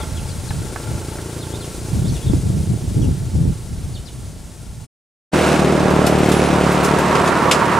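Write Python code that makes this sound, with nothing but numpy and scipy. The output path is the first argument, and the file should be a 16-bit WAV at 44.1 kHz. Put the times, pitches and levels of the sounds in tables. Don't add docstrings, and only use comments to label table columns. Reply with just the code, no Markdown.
import sys
import numpy as np
from scipy import signal
from scipy.fft import rfft, irfft, next_fast_len
from scipy.io import wavfile
from scipy.ndimage import uniform_filter1d

SR = 44100
rng = np.random.default_rng(int(sys.argv[2]) if len(sys.argv) > 2 else 0)


def log_audio(samples):
    frames = np.atleast_2d(samples).T
    limited = np.clip(frames, -1, 1)
    pcm = np.round(limited * 32767).astype(np.int16)
    wavfile.write(sys.argv[1], SR, pcm)


N = 343539
T = np.arange(N) / SR

# time_s, firings_per_s
BIKE_FIRING_RATE = [(0.6, 27.4), (1.1, 28.4), (2.0, 29.1), (4.87, 30)]
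# time_s, exhaust_db, rattle_db
BIKE_LEVELS = [(0, -27, -31), (.1, -39.5, -39.5), (.35, -39, -45), (.85, -29, -37.5), (1.5, -30, -41.5),
               (2.6, -31.5, -51), (3.3, -35, -50.5), (4.87, -50.5, -56.5)]
# pitch_hz, level_db
BIKE_PIPE_COLOUR = [(25, -22.5), (55, -4), (115, 2.5), (150, -0.5), (210, -9), (270, -7), (330, -3.5),
                    (420, -7), (560, -18), (800, -27.5), (1500, -39.5), (4000, -54)]
# pitch_hz, width_hz, level_db
FRAME_RESONANCES = [(424, 170, 1), (600, 78, 4.5), (873, 28, 7.5), (1117, 54, -1.5), (1377, 50, 3.5),
                    (1597, 61, -2), (2070, 550, -10.5)]
# start_s, level_db
TRAILER_CLACKS = [(0.506, -18.5), (0.76, -17.5), (1.185, -29)]
# pitch_hz, level_db, t60_s
TRAILER_MODES = [(910, -7.5, 0.033), (1114, -4.5, .03), (1300, 0.5, 0.044), (1535, 1.5, 0.05),
                 (1700, -6, 0.068), (2140, -11, .025), (2500, -15.5, .02)]

# multiple_of_firing_rate, level_db
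EXHAUST_ORDERS = [(1, -20.5), (2, -4.5), (3, -10), (4, 0.5), (5, 2), (6, -3), (7, -6.5), (8, -4), (9, -6),
                  (10, -2.5), (11, -7.5), (12, -11.5), (13, -10.5), (14, -14.5), (15, -27), (16, -10),
                  (17, -10), (18, -29), (19, -29), (20, -22), (21, -10.5), (22, -24)]
# pitch_hz, level_db
BARK_COLOUR = [(250, -10), (500, 0), (620, -3), (810, 2), (1200, -12), (2500, -38.5)]
# pitch_hz, level_db
RUMBLE_COLOUR = [(50, -30.5), (80, -4.5), (120, -1.5), (190, 0), (300, 1.5), (480, 0), (700, -1),
                 (1000, -11), (1600, -23.5), (3000, -48.5)]
# pitch_hz, level_db
CLATTER_COLOUR = [(500, 0.5), (1000, -0.5), (1350, 6), (1700, 1.5), (2100, -0.5), (2600, -0.5),
                  (3300, -5.5), (4500, -8.5), (6500, -11), (8800, -12), (10500, -18.5), (12500, -25),
                  (16000, -33)]
# pitch_hz, width_hz, level_db
AIR_RESONANCES = [(930, 83, 2.5), (1144, 118, 0), (1337, 140, -2.5), (1810, 730, -12.5)]
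# time_s, air_db, clatter_db
AIR_AND_CLATTER_LEVELS = [(5.33, -29, -24), (5.52, -28.5, -22.5), (5.68, -33.5, -28), (5.9, -24.5, -29),
                          (6.25, -31, -26), (6.8, -24, -27), (7.4, -18.5, -28), (7.62, -18.5, -28),
                          (7.79, -16.5, -29)]
# time_s, share_0_to_1
CYCLE_REGULARITY = [(5.33, 0.81), (6.6, 0.77), (7.2, 0.53), (7.79, 0.34)]
# start_s, level_db, brightest_hz
METAL_CLINKS = [(5.903, -25, 8360), (6.065, -13.5, 6800), (6.185, -28, 13200), (6.253, -27, 6900),
                (6.289, -22, 8996), (6.318, -14.5, 6260), (6.72, -23, 10960), (6.835, -20.5, 11900),
                (6.846, -16.5, 7460), (6.986, -21.5, 11100), (7.153, -16, 3592), (7.258, -21, 5000),
                (7.275, -16.5, 4450), (7.512, -2.5, 4300)]
# pitch_hz, level_db, t60_s
METAL_MODES = [(1437, 7, .08), (2218, -1, .09), (2579, 5, .07), (2830, -2, .12), (3214, -5, .12),
               (3521, 2, .08), (3720, -6, .08), (5184, -5, .07), (5600, -8, .15), (6697, -8, .16),
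               (7488, -8, .14), (8796, -6, .08), (10086, -9, .2), (11732, -7, .15), (13540, -11, .12)]
# start_s, length_s, start_hz, end_hz, level_db
FITTING_SQUEAKS = [(6.32, 0.1, 10150, 10000, -37.5), (6.43, 0.065, 10060, 9995, -41)]

# full_force_s, hold_s, level_db
WIND_GUSTS = [(0.105, 0.36, -28), (0.504, 0.14, -23), (0.876, 0.092, -22.5), (1.936, 0.19, -16.5),
              (2.265, .11, -15), (2.45, 0.17, -16.5), (2.693, 0.053, -15.5), (2.819, .1, -21),
              (2.969, 0.15, -14.5), (3.178, 0.097, -21.5), (3.352, 0.15, -14.5), (3.727, .24, -26.5),
              (4.21, .12, -30.5), (4.6, 0.22, -34.5)]
# pitch_hz, level_db
WIND_COLOUR = [(12, -35.5), (20, -26), (80, 0.5), (109, 0), (162, -2.5), (248, -12), (321, -18),
               (584, -34.5), (782, -43.5), (867, -37), (1200, -69.5), (1560, -63), (2640, -120)]
# time_s, level_db
BREEZE_LEVELS = [(0, -27), (1.2, -36.5), (1.8, -31.5), (3.6, -29.5), (4.87, -38)]
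# start_s, level_db, pitch_hz
HARD_BUFFETS = [(2.297, -2.5, 113), (2.335, -6.5, 294), (3.091, -10.5, 220)]
# pitch_hz, level_db
LEAF_COLOUR = [(300, 4), (700, 6.5), (1200, -3), (2000, -3.5), (3000, -3), (4500, -1.5), (6500, -0.5),
               (8500, 0.5), (10000, -0.5), (12000, -11.5), (14000, -12), (16000, -17.5)]
# start_s, length_s, start_hz, end_hz, level_db
BIRD_NOTES = [(0, .04, 3800, 3210, -38.5), (.16, .04, 4000, 2500, -40), (.28, .05, 5000, 3900, -41.5),
              (.48, .03, 4400, 3900, -39), (1.4, .05, 4500, 3000, -39.5), (1.52, .05, 3100, 4080, -39),
              (1.595, .05, 5050, 2700, -39.5), (2.045, .035, 3200, 4230, -40.5),
              (2.072, .035, 6000, 3190, -35.5), (2.09, .074, 6340, 5700, -43),
              (2.14, .038, 4200, 2680, -38.5), (2.218, .028, 3060, 3700, -42),
              (2.258, .04, 4000, 3200, -39), (3.005, .038, 5940, 5540, -43), (3.015, .04, 3400, 2750, -42),
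              (3.938, .042, 5100, 2800, -38), (4.05, .045, 6010, 2800, -41.5)]

# pitch_hz, side_minus_mid_db
ROAD_STEREO = [(60, -28), (180, -36.5), (550, -10.5), (1650, -8), (4970, -12.5), (15000, -19.5)]
# pitch_hz, side_minus_mid_db
WIND_STEREO = [(50, -11), (110, -9.5), (200, -8), (380, 0.5), (700, 3.5)]
# pitch_hz, side_minus_mid_db
YARD_STEREO = [(60, -37), (130, -20.5), (290, -13), (640, -10.5), (1410, -10.5), (3100, -11.5), (6820, -10),
               (15000, -16)]

ROAD_END_S, YARD_START_S = 4.868, 5.328
LOADED_HZ, EXTRA_HZ, SAG_S = 36.53, 2.4, 0.66
EXHAUST_DB, EXHAUST_PEAK_S, EXHAUST_FALL_DB_PER_S = -17.5, 6.06, 4
RUMBLE_DB, RUMBLE_FALL_DB_PER_S = -11.5, 3
GUST_ATTACK_S, GUST_RELEASE_S = 0.042, 0.034
BREEZE_FLUTTER_DB, BREEZE_FLUTTER_PER_S = 2, 12
LEAVES_DB, LEAVES_FADE_FROM_S, LEAVES_FADE_DB_PER_S = -36.7, 2.18, 3.5
CUTOFF_HZ = 15600


def tuk_tuk():
    exhaust_db, rattle_db = in_time(BIKE_LEVELS)
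    clicks, age_s = firings(in_time(BIKE_FIRING_RATE)[0], fires_at=1.189, uneven_db=2.0)
    puff = rng.standard_normal(N) * np.exp(-age_s / 0.072)
    thuds = -colour(clicks + 0.005 * puff, BIKE_PIPE_COLOUR)
    blurred = echoes(thuds, delay_s=0.0046, direct=0.88)
    exhaust = amp(exhaust_db) * echoes(blurred, delay_s=0.015, direct=0.84)

    shaking = rng.standard_normal(N) * (0.54 + np.exp(-age_s / 0.013))
    rattle = amp(rattle_db) * resonate(shaking, FRAME_RESONANCES)

    bumps = contacts(*np.transpose(TRAILER_CLACKS), chatter_s=0.0024)
    clacks = amp(-5.0) * sum(ring(bumps, hz, t60) * amp(db) for hz, db, t60 in TRAILER_MODES)
    return exhaust + rattle + clacks


def compressor():
    running_s = np.maximum(T - YARD_START_S, 0)
    firing_hz = LOADED_HZ + EXTRA_HZ * np.exp(-running_s / SAG_S)
    exhaust_db = EXHAUST_DB - EXHAUST_FALL_DB_PER_S * np.abs(T - EXHAUST_PEAK_S)
    rumble_db = RUMBLE_DB - RUMBLE_FALL_DB_PER_S * running_s
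    air_db, clatter_db = in_time(AIR_AND_CLATTER_LEVELS)
    share = np.clip(in_time(CYCLE_REGULARITY)[0], 0, 1)
    steady, loose = np.sqrt(share), np.sqrt(1 - share)

    clicks, age_s = firings(firing_hz, fires_at=5.4628, uneven_db=0.8)
    typical_hz = np.median(firing_hz[T > YARD_START_S])
    pipe = [(order * typical_hz, db) for order, db in EXHAUST_ORDERS]
    pulses = echoes(colour(clicks, pipe), delay_s=0.0095, direct=0.87)
    exhaust = -amp(exhaust_db + 3.5) * steady * pulses
    exhaust = exhaust + amp(exhaust_db - 8.5) * steady * colour(clicks, BARK_COLOUR)

    shaking = rng.standard_normal(N) * (1.8 + 0.5 * np.exp(-age_s / 0.006))
    rumble = amp(rumble_db + 1.6) * loose * colour(shaking, RUMBLE_COLOUR)

    ticks = rms_one(rng.standard_normal(N) * amp(2.22 * drift(400)))
    valves = rms_one(scatter(clicks, t60=0.37))
    clatter = amp(clatter_db + 2) * colour(0.82 * ticks + 0.69 * steady * valves, CLATTER_COLOUR)

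    turbulence = rng.standard_normal(N) * amp(1.8 * drift(70))
    air = amp(air_db + 0.5) * resonate(turbulence, AIR_RESONANCES)
    return (place(exhaust + handwork(), YARD_STEREO, pan_db=1.5)
            + place(rumble, YARD_STEREO, pan_db=-2.5)
            + place(clatter, YARD_STEREO, pan_db=-0.7)
            + place(air, YARD_STEREO, pan_db=-5.5))


def handwork():
    start_s, level_db, bright_hz = np.transpose(METAL_CLINKS)
    rings = 0
    for hz, db, t60 in METAL_MODES:
        mode_db = level_db + db - 6 * np.log2(hz / bright_hz) ** 2
        rings = rings + ring(contacts(start_s, mode_db, chatter_s=0.0011), hz, t60)

    cracks = 0
    for at, db, hz in METAL_CLINKS:
        edges_hz = [hz / 9.0, min(hz * 1.9, 0.42 * SR)]
        band = signal.butter(2, edges_hz, "band", fs=SR, output="sos")
        cracks = cracks + signal.sosfilt(band, contacts([at], [db], chatter_s=0.022) + 1e-18)
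    cracks = signal.sosfilt(signal.butter(2, 10500, fs=SR, output="sos"), cracks)
    return amp(-13) * rings + amp(22.5) * cracks + whistles(FITTING_SQUEAKS, waver=0.02)


def wind():
    force = np.max([amp(db) * gust(s, hold_s) for s, hold_s, db in WIND_GUSTS], axis=0)
    eddies = colour(rng.standard_normal(N), WIND_COLOUR)
    eddies /= np.abs(uniform_filter1d(eddies ** 2, size=2000)) ** 0.5 + 1e-3
    slow = signal.sosfiltfilt(signal.butter(2, 170, fs=SR, output="sos"), eddies)
    hard = np.clip(force / amp(-14.0), 0, 1)
    gusts = force * (amp(-0.5) * hard * eddies + amp(1.5) * (1 - hard) * slow)

    breeze_db = in_time(BREEZE_LEVELS)[0] + BREEZE_FLUTTER_DB * drift(BREEZE_FLUTTER_PER_S)
    low_colour = [(25, -9.0), (60, 1.0), (130, -4.0), (250, -15), (600, -44.5)]  # pitch_hz, level_db
    breeze = amp(breeze_db) * colour(rng.standard_normal(N), low_colour)

    buffets = 0
    for s, db, hz in HARD_BUFFETS:
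        click = amp(db) * (np.arange(N) == int(s * SR))
        buffets = buffets + ring(click, hz, t60=0.05)
    return place(gusts + breeze + buffets, WIND_STEREO, pan_db=0.0)


def gust(s, hold_s):
    rise = np.clip(1 + (T - s) / GUST_ATTACK_S, 0, 1)
    return rise * np.exp(-np.clip((T - s - hold_s) / GUST_RELEASE_S, 0, 20))


def roadside():
    leaves_db = LEAVES_DB - LEAVES_FADE_DB_PER_S * np.maximum(T - LEAVES_FADE_FROM_S, 0)
    hiss = amp(leaves_db) * colour(rng.standard_normal(N) * amp(0.8 * drift(60)), LEAF_COLOUR)
    birds = whistles(BIRD_NOTES, waver=0.04)
    return hiss + amp(-3.5) * birds + amp(-5) * scatter(birds, t60=0.2)


def firings(speed, fires_at, uneven_db):
    turns = np.cumsum(speed) / SR
    turns -= np.interp(fires_at, T, turns)
    fired = np.diff(np.floor(turns), prepend=np.floor(turns[0]))
    return fired * amp(uneven_db * rng.standard_normal(N)), turns % 1 / speed


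def contacts(times, levels_db, chatter_s):
    out, t = np.zeros(N + SR), T[:SR // 8]
    for s, db in zip(times, levels_db):
        burst = rng.standard_normal(len(t)) * np.exp(-t / chatter_s)
        at = int(s * SR)
        out[at:at + len(t)] += amp(db) * burst / np.linalg.norm(burst)
    return out[:N]


def whistles(notes, waver):
    out, wobble = np.zeros(N), drift(500)
    for s, length, start_hz, end_hz, db in notes:
        on = (T >= s) & (T < s + length)
        along = (T[on] - s) / length
        hz = start_hz * (end_hz / start_hz) ** along * (1 + waver * wobble[on])
        swell = np.sqrt(2 * np.abs(np.sin(np.pi * along)))
        out[on] += amp(db) * swell * np.sin(2 * np.pi * np.cumsum(hz) / SR)
    return out


def ring(clicks, hz, t60):
    r, w = amp(-60 / (t60 * SR)), 2 * np.pi * hz / SR
    return signal.lfilter([0, np.sin(w)], [1, -2 * r * np.cos(w), r * r], clicks + 1e-18)


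def resonate(x, resonances):
    out = 0
    for k, (hz, width_hz, db) in enumerate(resonances):
        r = np.exp(-np.pi * width_hz / SR)
        poles = [1, -2 * r * np.cos(2 * np.pi * hz / SR), r * r]
        out = out + (-1) ** k * amp(db) * (1 - r * r) * signal.lfilter([1, 0, -1], poles, x)
    return rms_one(out)


def colour(x, spectrum):
    size = 2 ** 14
    hz, db = np.transpose(spectrum)
    grid = np.log(np.fft.rfftfreq(size, 1 / SR) + 1)
    outside = np.maximum(np.log(hz[0]) - grid, 0) + np.maximum(grid - np.log(hz[-1]), 0)
    cepstrum = irfft(np.log(amp(np.interp(grid, np.log(hz), db) - 20 * outside)))
    cepstrum[1:size // 2] *= 2
    cepstrum[size // 2:] = 0
    impulse = irfft(np.exp(rfft(cepstrum)))
    return rms_one(signal.oaconvolve(x, impulse)[:N])


def scatter(x, t60):
    t = T[:SR // 2]
    tail = rng.standard_normal(len(t)) * np.exp(-np.log(1000) * t / t60)
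    return signal.oaconvolve(x, tail / np.linalg.norm(tail))[:N]


def echoes(x, delay_s, direct):
    size = next_fast_len(N + SR // 2)
    late = np.exp(-2j * np.pi * np.fft.rfftfreq(size, 1 / SR) * delay_s)
    return irfft(rfft(x, size) * (direct - late) / (1 - direct * late), size)[:N]


def place(x, width, pan_db):
    size = next_fast_len(N)
    hz, db = np.transpose(width)
    grid = np.log(np.fft.rfftfreq(size, 1 / SR) + 1)
    side = rfft(x, size) * amp(np.interp(grid, np.log(hz), db))
    phase = np.cumsum(drift(150)) * 2 * np.pi * 45 / SR
    side = np.cos(phase) * irfft(side, size)[:N] + np.sin(phase) * irfft(1j * side, size)[:N]
    return np.array([(x + side) * amp(pan_db / 2), (x - side) * amp(-pan_db / 2)])


def in_time(rows):
    s, *columns = np.transpose(rows)
    return [np.interp(T, s, c) for c in columns]


def drift(rate):
    knots = rng.standard_normal(4000)
    return np.interp(T * rate, np.arange(len(knots)), knots)


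def amp(db):
    return 10 ** (np.asarray(db) / 20)


def rms_one(x):
    return x / np.sqrt(np.mean(x ** 2) + 1e-20)


def scene():
    road_fade = np.clip((ROAD_END_S - T) / 0.026, 0, 1)
    yard_fade = np.clip((T - YARD_START_S) / 0.024 + 0.5, 0, 1) ** 2
    road = place(tuk_tuk() + roadside(), ROAD_STEREO, pan_db=1.0) + wind()
    return road_fade * road + yard_fade * compressor()


def record(dry):
    rounded = dry / (1 + dry ** 6) ** (1 / 6)
    return signal.sosfilt(signal.ellip(12, 0.1, 100, CUTOFF_HZ, fs=SR, output="sos"), rounded)


dry = scene()
out = record(dry)
log_audio(out)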